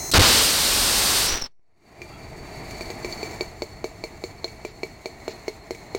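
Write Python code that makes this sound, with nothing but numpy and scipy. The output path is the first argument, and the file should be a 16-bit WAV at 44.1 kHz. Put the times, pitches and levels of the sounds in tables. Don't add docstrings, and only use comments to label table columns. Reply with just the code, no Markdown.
import sys
import numpy as np
from scipy import signal
from scipy.fft import rfft, irfft
from scipy.io import wavfile

SR = 44100
rng = np.random.default_rng(int(sys.argv[2]) if len(sys.argv) > 2 else 0)


def rack_gain(trim_db):
    fader = np.asarray(trim_db, float)
    return 10 ** (fader / 20)


def materialize(psi):
    bounded = np.clip(np.atleast_2d(psi).T, -1, 1)
    quanta = np.round(bounded * 32767).astype(np.int16)
    wavfile.write(sys.argv[1], SR, quanta)


N = 263718
TIME = np.arange(N) / SR
BINS_HZ = np.maximum(np.fft.rfftfreq(N, 1 / SR), 1)
POP_LAG_S = .0017

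# multiple_of_main_mode, blown_width_hz, blown_db, struck_db, t60_s
CHAMBER = [(.518, 60, -4, 0, 0.059), (.48, 90.5, -10, -3, 0.02), (.95, 60, -10.5, -3, 0.018),
           (1.0, 60, -0.5, 3, 0.038), (1.06, 50, -14, -6, 0.011), (1.245, 149, -16, 3, 0.035),
           (1.427, 149, -11, 5, .03), (1.5, 120, -10, 12, 0.015), (1.638, 130, -7, 3, 0.044),
           (1.957, 40, -45, -10, 0.03)]
# start_s, thud_db, thud_tilt_db_per_octave, low_mode_db, main_mode_db
POPS = [(2.016, -38.5, -3, -35, -44), (2.707, -33.5, -5, -35.5, -38), (2.807, -28, -9, -33, -36.5),
        (2.855, -47, -8, -46, -37), (2.901, -27.5, -9, -35, -36), (3.045, -24.5, -16, -30, -31.5),
        (3.124, -41, -10, -45, -33), (3.228, -24.5, -12, -34, -32), (3.309, -36, -4, -58, -43),
        (3.407, -22.5, -12, -26, -25), (3.619, -22.5, 5, -33, -27), (3.841, -21, 0, -36, -30.5),
        (4.037, -26, 7, -29.5, -32), (4.237, -25.5, -14, -29.5, -28), (4.442, -24, 3, -52, -26.5),
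        (4.477, -44, 0, -42, -51), (4.648, -24.5, -6, -32.5, -39.5), (4.831, -24, -5, -30, -31),
        (5.056, -25, 0, -28, -31.5), (5.278, -22.5, 2, -34.5, -35), (5.479, -20.5, -11, -32, -32.5),
        (5.706, -23, -4, -33, -36.5), (5.747, -42, -2, -36, -55), (5.947, -20, -10.5, -31, -32.5)]


def rms_one(x):
    return x / np.sqrt(np.mean(x ** 2) + 1e-20)


def in_time(rows, outside=None):
    s, *columns = np.transpose(rows)
    return [np.interp(TIME, s, c, left=outside, right=outside) for c in columns]


def swell(s, length):
    return np.cos(np.pi * np.clip((TIME - s) / length, -.5, .5))


def drift(rate_hz):
    r = np.exp(-2 * np.pi * rate_hz / SR)
    wander = signal.lfilter([1], [1, -2 * r, r * r], rng.standard_normal(N + SR))
    return rms_one(wander[SR:])


def noise_bands(spectrum, peaks, edges_hz):
    hz, db = np.transpose(spectrum)
    shape_db = np.interp(np.log(BINS_HZ), np.log(hz), db)
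    for centre_hz, width_hz, peak_db in peaks:
        shape_db = shape_db + peak_db / (1 + (2 * (BINS_HZ - centre_hz) / width_hz) ** 2)
    noise = rfft(rng.standard_normal(N)) * rack_gain(shape_db)
    below = [0] + [1 / (1 + (BINS_HZ / edge) ** 4) for edge in edges_hz] + [1]
    return [rms_one(irfft(noise * (high - low), N)) for low, high in zip(below, below[1:])]


def blown(hz, width_hz):
    turn = 2 * np.pi * np.cumsum(hz) / SR
    return drift(width_hz) * np.cos(turn) + drift(width_hz) * np.sin(turn)


def jet():
    # hz, level_db_per_hz
    jet_spectrum = [(21, -32), (35, -2), (143, -14.5), (282, -7.5), (368, -8.5), (542, -6), (597, -8),
                    (743, -7), (2010, -6.5), (3110, -2.5), (4470, 2), (6750, -6), (9020, -4.5),
                    (11500, -14), (15000, -47.5), (22000, -120)]
    # centre_hz, width_hz, level_db
    nozzle = [(4620, 460, 0), (6240, 150, 1), (8970, 440, 1)]
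    edges_hz = [250, 2000, 8000]
    # time_s, level_db
    flow = [
        (0.137, -9.5),
        (0.245, -13),
        (0.549, -23),
        (1.203, -22.5),
        (1.331, -28),
        (1.411, -43),
        (1.465, -45.5),
        (1.489, -76.5),
        (1.525, -90),
    ]
    # centre_s, length_s, level_db
    coughs = [
        (1.425, 0.011, 9.5),
        (1.431, 0.013, -16),
    ]
    # centre_s, length_s, height
    surges = [
        (.1495, .003, -1.2),
        (.1865, .0075, -4.0),
        (.1912, .0055, 5.0),
        (.2132, .005, 2.0),
        (1.33, .02, .07),
        (1.345, .022, .09),
        (1.433, .03, -.035),
    ]
    cold_s, light_s = .114, .137
    rumble, roar, hiss, top = noise_bands(jet_spectrum, nozzle, edges_hz)

    filling = np.clip((TIME - cold_s) / (light_s - cold_s), 0, 1)
    cold = (cold_s, light_s, -30.5, -2.5, -12.5, 10 - 14 * filling)

    flow_db, = in_time(flow)
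    early = np.exp(-np.maximum(TIME - light_s, 0) / 0.098)
    steady_db, starved_most_db = -25, 20
    starved_db = np.clip(steady_db - flow_db, 0, starved_most_db) * (TIME > 1)
    lit_db = flow_db - 0.5 + sum(db * swell(s, length) for s, length, db in coughs)
    lit_rumble_db = -11.5 + 14 * swell(.195, 0.06) + .3 * starved_db
    lit_roar_db = -6 + 6 * early + 0.36 * starved_db
    lit_top_db = 0.5 - 26 * early - 5.5 * starved_db
    lit = (light_s, flow[-1][0], lit_db, lit_rumble_db, lit_roar_db, lit_top_db)

    out = np.zeros(N)
    for start, end, hiss_db, rumble_db, roar_db, top_db in (cold, lit):
        mix = hiss * rack_gain(0.51 * drift(30))
        mix += rumble * rack_gain(rumble_db)
        mix += roar * rack_gain(roar_db + 0.5 * drift(20))
        mix += top * rack_gain(top_db + 0.73 * drift(30))
        out += ((TIME >= start) & (TIME < end)) * rack_gain(hiss_db) * mix
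    for s, length, height in surges:
        out += height * swell(s, length) ** 2
    return out


def valve():
    # time_s, level_db, upper_mode_lead_db
    whistle = [
        (1.26, -30, -12.5),
        (1.272, -14, -9.5),
        (1.305, -21, 9.5),
        (1.412, -34, 2.5),
        (1.424, -12, -12),
        (1.435, -38, -14),
        (1.443, -29.5, -12.5),
        (1.466, -33, -14),
        (1.485, -78, 1),
    ]
    whistle_hz = [5470, 5810]
    # time_s, rate_per_s, level_db
    sputter = [
        (1.25, 200, -15),
        (1.33, 450, -12),
        (1.37, 450, -17),
        (1.41, 350, -25),
        (1.47, 200, -38),
    ]
    tone_db, lead_db = in_time(whistle)
    ring_db = -110 * np.maximum(TIME - whistle[-1][0], 0)
    tone_db = np.where(TIME < whistle[0][0], -150, tone_db + ring_db)
    low, high = (blown(hz + 7.0 * lead_db, 110.0) for hz in whistle_hz)
    modes = rack_gain(np.minimum(-lead_db, 0)) * low + rack_gain(np.minimum(lead_db, 0)) * high
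    tone = rack_gain(tone_db - 5.0 + 3.7 * drift(50)) * modes

    per_s, spit_db = in_time(sputter, outside=-150)
    spits = (rng.random(N) < per_s / SR) * rack_gain(spit_db + 6.1 * rng.standard_normal(N))
    dull = signal.butter(1, 3000, fs=SR, output="sos")
    octave = 1.5 * tone ** 2
    return tone - octave - 3 * signal.sosfilt(dull, spits)


def spark():
    # pitch_hz, level_db
    partials = [(2051, -55), (2283, -60), (4107, -44), (4334, -57), (4565, -58), (4791, -58), (5023, -58),
                (5249, -54), (5480, -48), (5938, -48), (6164, -37), (6223, -63), (6390, -54), (6621, -43),
                (6848, -46), (7079, -55), (7300, -64), (7531, -59), (7763, -53), (7989, -53), (8215, -49),
                (8446, -54), (8672, -64), (8899, -65), (9130, -50), (9356, -57), (9588, -64), (9814, -52),
                (10045, -50), (10271, -56)]
    strike_hz, end_s = 228.3, .107
    multiple = np.arange(8, 49)
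    level_db = -68 + 2.0 * rng.standard_normal(len(multiple))
    for hz, db in partials:
        near = multiple == round(hz / strike_hz)
        level_db[near] = np.maximum(level_db[near], db + hz / 2400)
    t = TIME[TIME < end_s]
    multiple = multiple[:, None]
    phase = np.pi + .012 * (multiple - 27) ** 2 + .8 * rng.standard_normal((len(multiple), 1))
    waves = np.sin(2 * np.pi * strike_hz * multiple * (t - .0005) + phase)
    tone = np.sqrt(2) * rack_gain(level_db) @ waves
    return np.pad(tone * np.minimum((end_s - t) / 0.0005, 1), (0, N - len(t)))


def crack_db(thud_db):
    return -31 + 0.56 * thud_db


def mode_hz(multiple):
    # time_s, pitch_hz
    cooling = [(1.5, 4415), (2.0, 4575), (2.7, 4478), (3.5, 4427), (4.5, 4386), (6, 4243)]
    fitting_hz = 4410.0
    return multiple * (in_time(cooling)[0] if multiple < 1.2 else np.full(N, fitting_hz))


def pops():
    # pitch_hz, level_db, t60_s
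    stand = [(370.5, 0.5, 0.054), (450.7, -3.5, 0.098), (576, -8, 0.048), (623.3, -10, 0.092),
             (842, -18, 0.043)]
    out, t = np.zeros(N + SR), np.arange(SR // 8) / SR
    pitches = [mode_hz(row[0]) for row in CHAMBER]
    chance = rng.standard_normal((len(POPS), 2, len(stand) + len(CHAMBER)))
    puffs = rng.standard_normal((len(POPS), len(t)))
    rise = 1 - np.exp(-t / .00012)
    for (s, thud_db, tilt_db, low_db, main_db), (odds, offs), puff in zip(POPS, chance, puffs):
        at = round((s + POP_LAG_S) * SR)
        pop = -rack_gain(thud_db - 2) * np.exp(-t / 0.0001)
        for (hz, db, t60), odd, off in zip(stand, odds, offs):
            struck_db = thud_db + db + 0.5 + tilt_db * np.log2(hz / 420) + 1.0 * odd
            ring = np.sin(2 * np.pi * hz * (1 + 0.027 * off) * t + 0.92)
            pop -= rack_gain(struck_db - 60 * t / t60) * ring
        chamber_chance = zip(CHAMBER, pitches, odds[len(stand):], offs[len(stand):])
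        for (multiple, _, _, db, t60), hz, odd, off in chamber_chance:
            group_db = low_db if multiple < .7 else main_db if multiple < 1.2 else crack_db(thud_db)
            ring = np.sin(2 * np.pi * (1 + 0.014 * off) * hz[at] * t)
            pop -= rack_gain(group_db + db + 2.0 + 2.4 * odd - 60 * t / t60) * ring
        pop += puff * rack_gain(crack_db(thud_db) + 13.5 - 60 * t / 0.02)
        out[at:at + len(t)] += pop * rise
    return signal.sosfilt(signal.butter(2, [205, 6500], "band", fs=SR, output="sos"), out[:N])


def afterflow(level_db, t60):
    kicks = np.zeros(N)
    kicks[[round((row[0] + POP_LAG_S) * SR) for row in POPS]] = rack_gain(level_db)
    return signal.lfilter([1], [1, -rack_gain(-60 / (t60 * SR))], kicks)


def edge_tones():
    # centre_s, length_s, pitch_hz, level_db
    whistles = [
        (0.113, .012, 6150, -38),
        (0.128, 0.014, 4100, -21.5),
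        (2.157, .14, 1330, -52.5),
        (2.142, 0.13, 3330, -61),
        (2.15, .14, 2700, -57),
    ]
    return sum(rack_gain(db) * swell(s, length) * blown(np.full(N, float(hz)), 40)
               for s, length, hz, db in whistles)


def open_air():
    # time_s, air_db, wind_db
    before = [
        (0, -39, -44),
        (.104, -38.5, -42),
        (.108, -50, -57.5),
        (.114, -47, -66.5),
    ]
    # time_s, air_db
    recovery = [(1.48, -73), (1.546, -85), (1.752, -71), (1.874, -56), (2.0, -46.5), (2.71, -39.5),
                (3.3, -39), (3.6, -46), (5.0, -48), (5.36, -44.5), (5.6, -48.5), (5.98, -44.5)]
    # hz, level_db_per_hz
    air_spectrum = [(59, -37.5), (100, -5.5), (265, -1), (452, 0), (530, -10), (646, 1.5), (1610, -18),
                    (2210, -12.5), (3230, -26.5), (4430, -17.5), (5000, -27), (7280, -24.5), (8210, -30),
                    (11500, -34), (15000, -69.5), (22000, -120)]
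    # centre_hz, width_hz, level_db
    air_peaks = [(351, 10, 7), (640, 77, 0.5), (1935, 730, 6.5), (2700, 30, 5.5), (7800, 53, 8.5),
                 (9020, 390, 7), (9770, 350, 8)]
    # centre_s, length_s, level_db
    gusts = [
        (4.481, 0.066, -63),
        (4.685, 0.071, -53),
        (5.0, 0.024, -67),
        (5.312, 0.045, -43),
        (5.498, 0.084, -61),
        (5.975, .05, -54),
    ]
    wind = rng.standard_normal(N)
    wind = rms_one(signal.sosfilt(signal.butter(2, [22, 130], "band", fs=SR, output="sos"), wind))
    air, leak = noise_bands(air_spectrum, air_peaks, [3500])
    air_db, wind_db = in_time(before, outside=-150)
    out = rack_gain(air_db) * (air + rack_gain(-13.5) * leak) + rack_gain(wind_db) * wind

    air_db, = in_time(recovery, outside=-150)
    settled_db = -47
    swing_db = air_db - settled_db
    wind_db = -48 + 0.85 * swing_db
    out += rack_gain(air_db + 0.5 + 1.08 * drift(27)) * air
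    out += rack_gain(wind_db + 2.0 * drift(1.7)) * wind

    vent_s, vent_end_s = 3, 3.42
    venting = (TIME > vent_s) & (TIME < vent_end_s)
    leak_db = -62.5 + 1.03 * swing_db + 0.5 * venting
    flutter_db = 2.6 * drift(16.0)
    _, thud_db, _, _, main_db = np.transpose(POPS)
    rush = rack_gain(-6.0) * afterflow(crack_db(thud_db), t60=0.21)
    out += (rack_gain(leak_db + 4.5 + .5 * flutter_db) + rush) * leak
    gust = signal.sosfilt(signal.butter(4, 8800, fs=SR, output="sos"), leak)
    for s, length, gust_db in gusts:
        out += rack_gain(gust_db) * swell(s, length) * gust

    breath = rack_gain(-58 + 1.13 * swing_db + 2.5 * venting) + rack_gain(-14.5) * afterflow(main_db, t60=0.14)
    for multiple, width_hz, blown_db, _, _ in CHAMBER:
        shy_db = -6.0 * (multiple > 1.2 and multiple != 1.5) * (TIME < vent_s)
        sigh = blown(mode_hz(multiple), width_hz / 2)
        out += rack_gain(blown_db + 0.56 * flutter_db + shy_db) * breath * sigh
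    return out


def scene():
    return (jet() + valve() + spark() + pops() + edge_tones() + open_air())[None]


def roll_off(x):
    return signal.sosfilt(signal.butter(12, 17850, fs=SR, output="sos"), x)


def record(dry):
    # time_s, top, bottom
    ceiling = [(.44, .29, .29), (.49, .21, .26), (1.25, .22, .26), (1.31, .17, .25), (1.39, .07, .2),
               (1.5, .07, .2), (1.9, .29, .29)]
    # time_s, height
    sag = [
        (1.4, 0),
        (1.46, -.004),
        (1.595, -.0036),
        (1.5952, -.0024),
        (1.9, 0),
    ]
    top, bottom = in_time(ceiling)
    dry = signal.sosfilt(signal.butter(8, 10800, fs=SR, output="sos"), dry)
    over = np.abs(dry) / np.where(dry > 0, top, bottom)
    clipped = dry / (1 + over ** 6) ** (1 / 6) + in_time(sag, outside=0)[0]
    joined = np.interp(TIME, TIME[::2], clipped[0, ::2])[None]
    band_limit = signal.cheby2(12, 30, 16650, fs=SR, output="sos")
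    limited = signal.sosfiltfilt(band_limit, joined)
    return roll_off(limited)


dry = scene()
out = record(dry)
materialize(out)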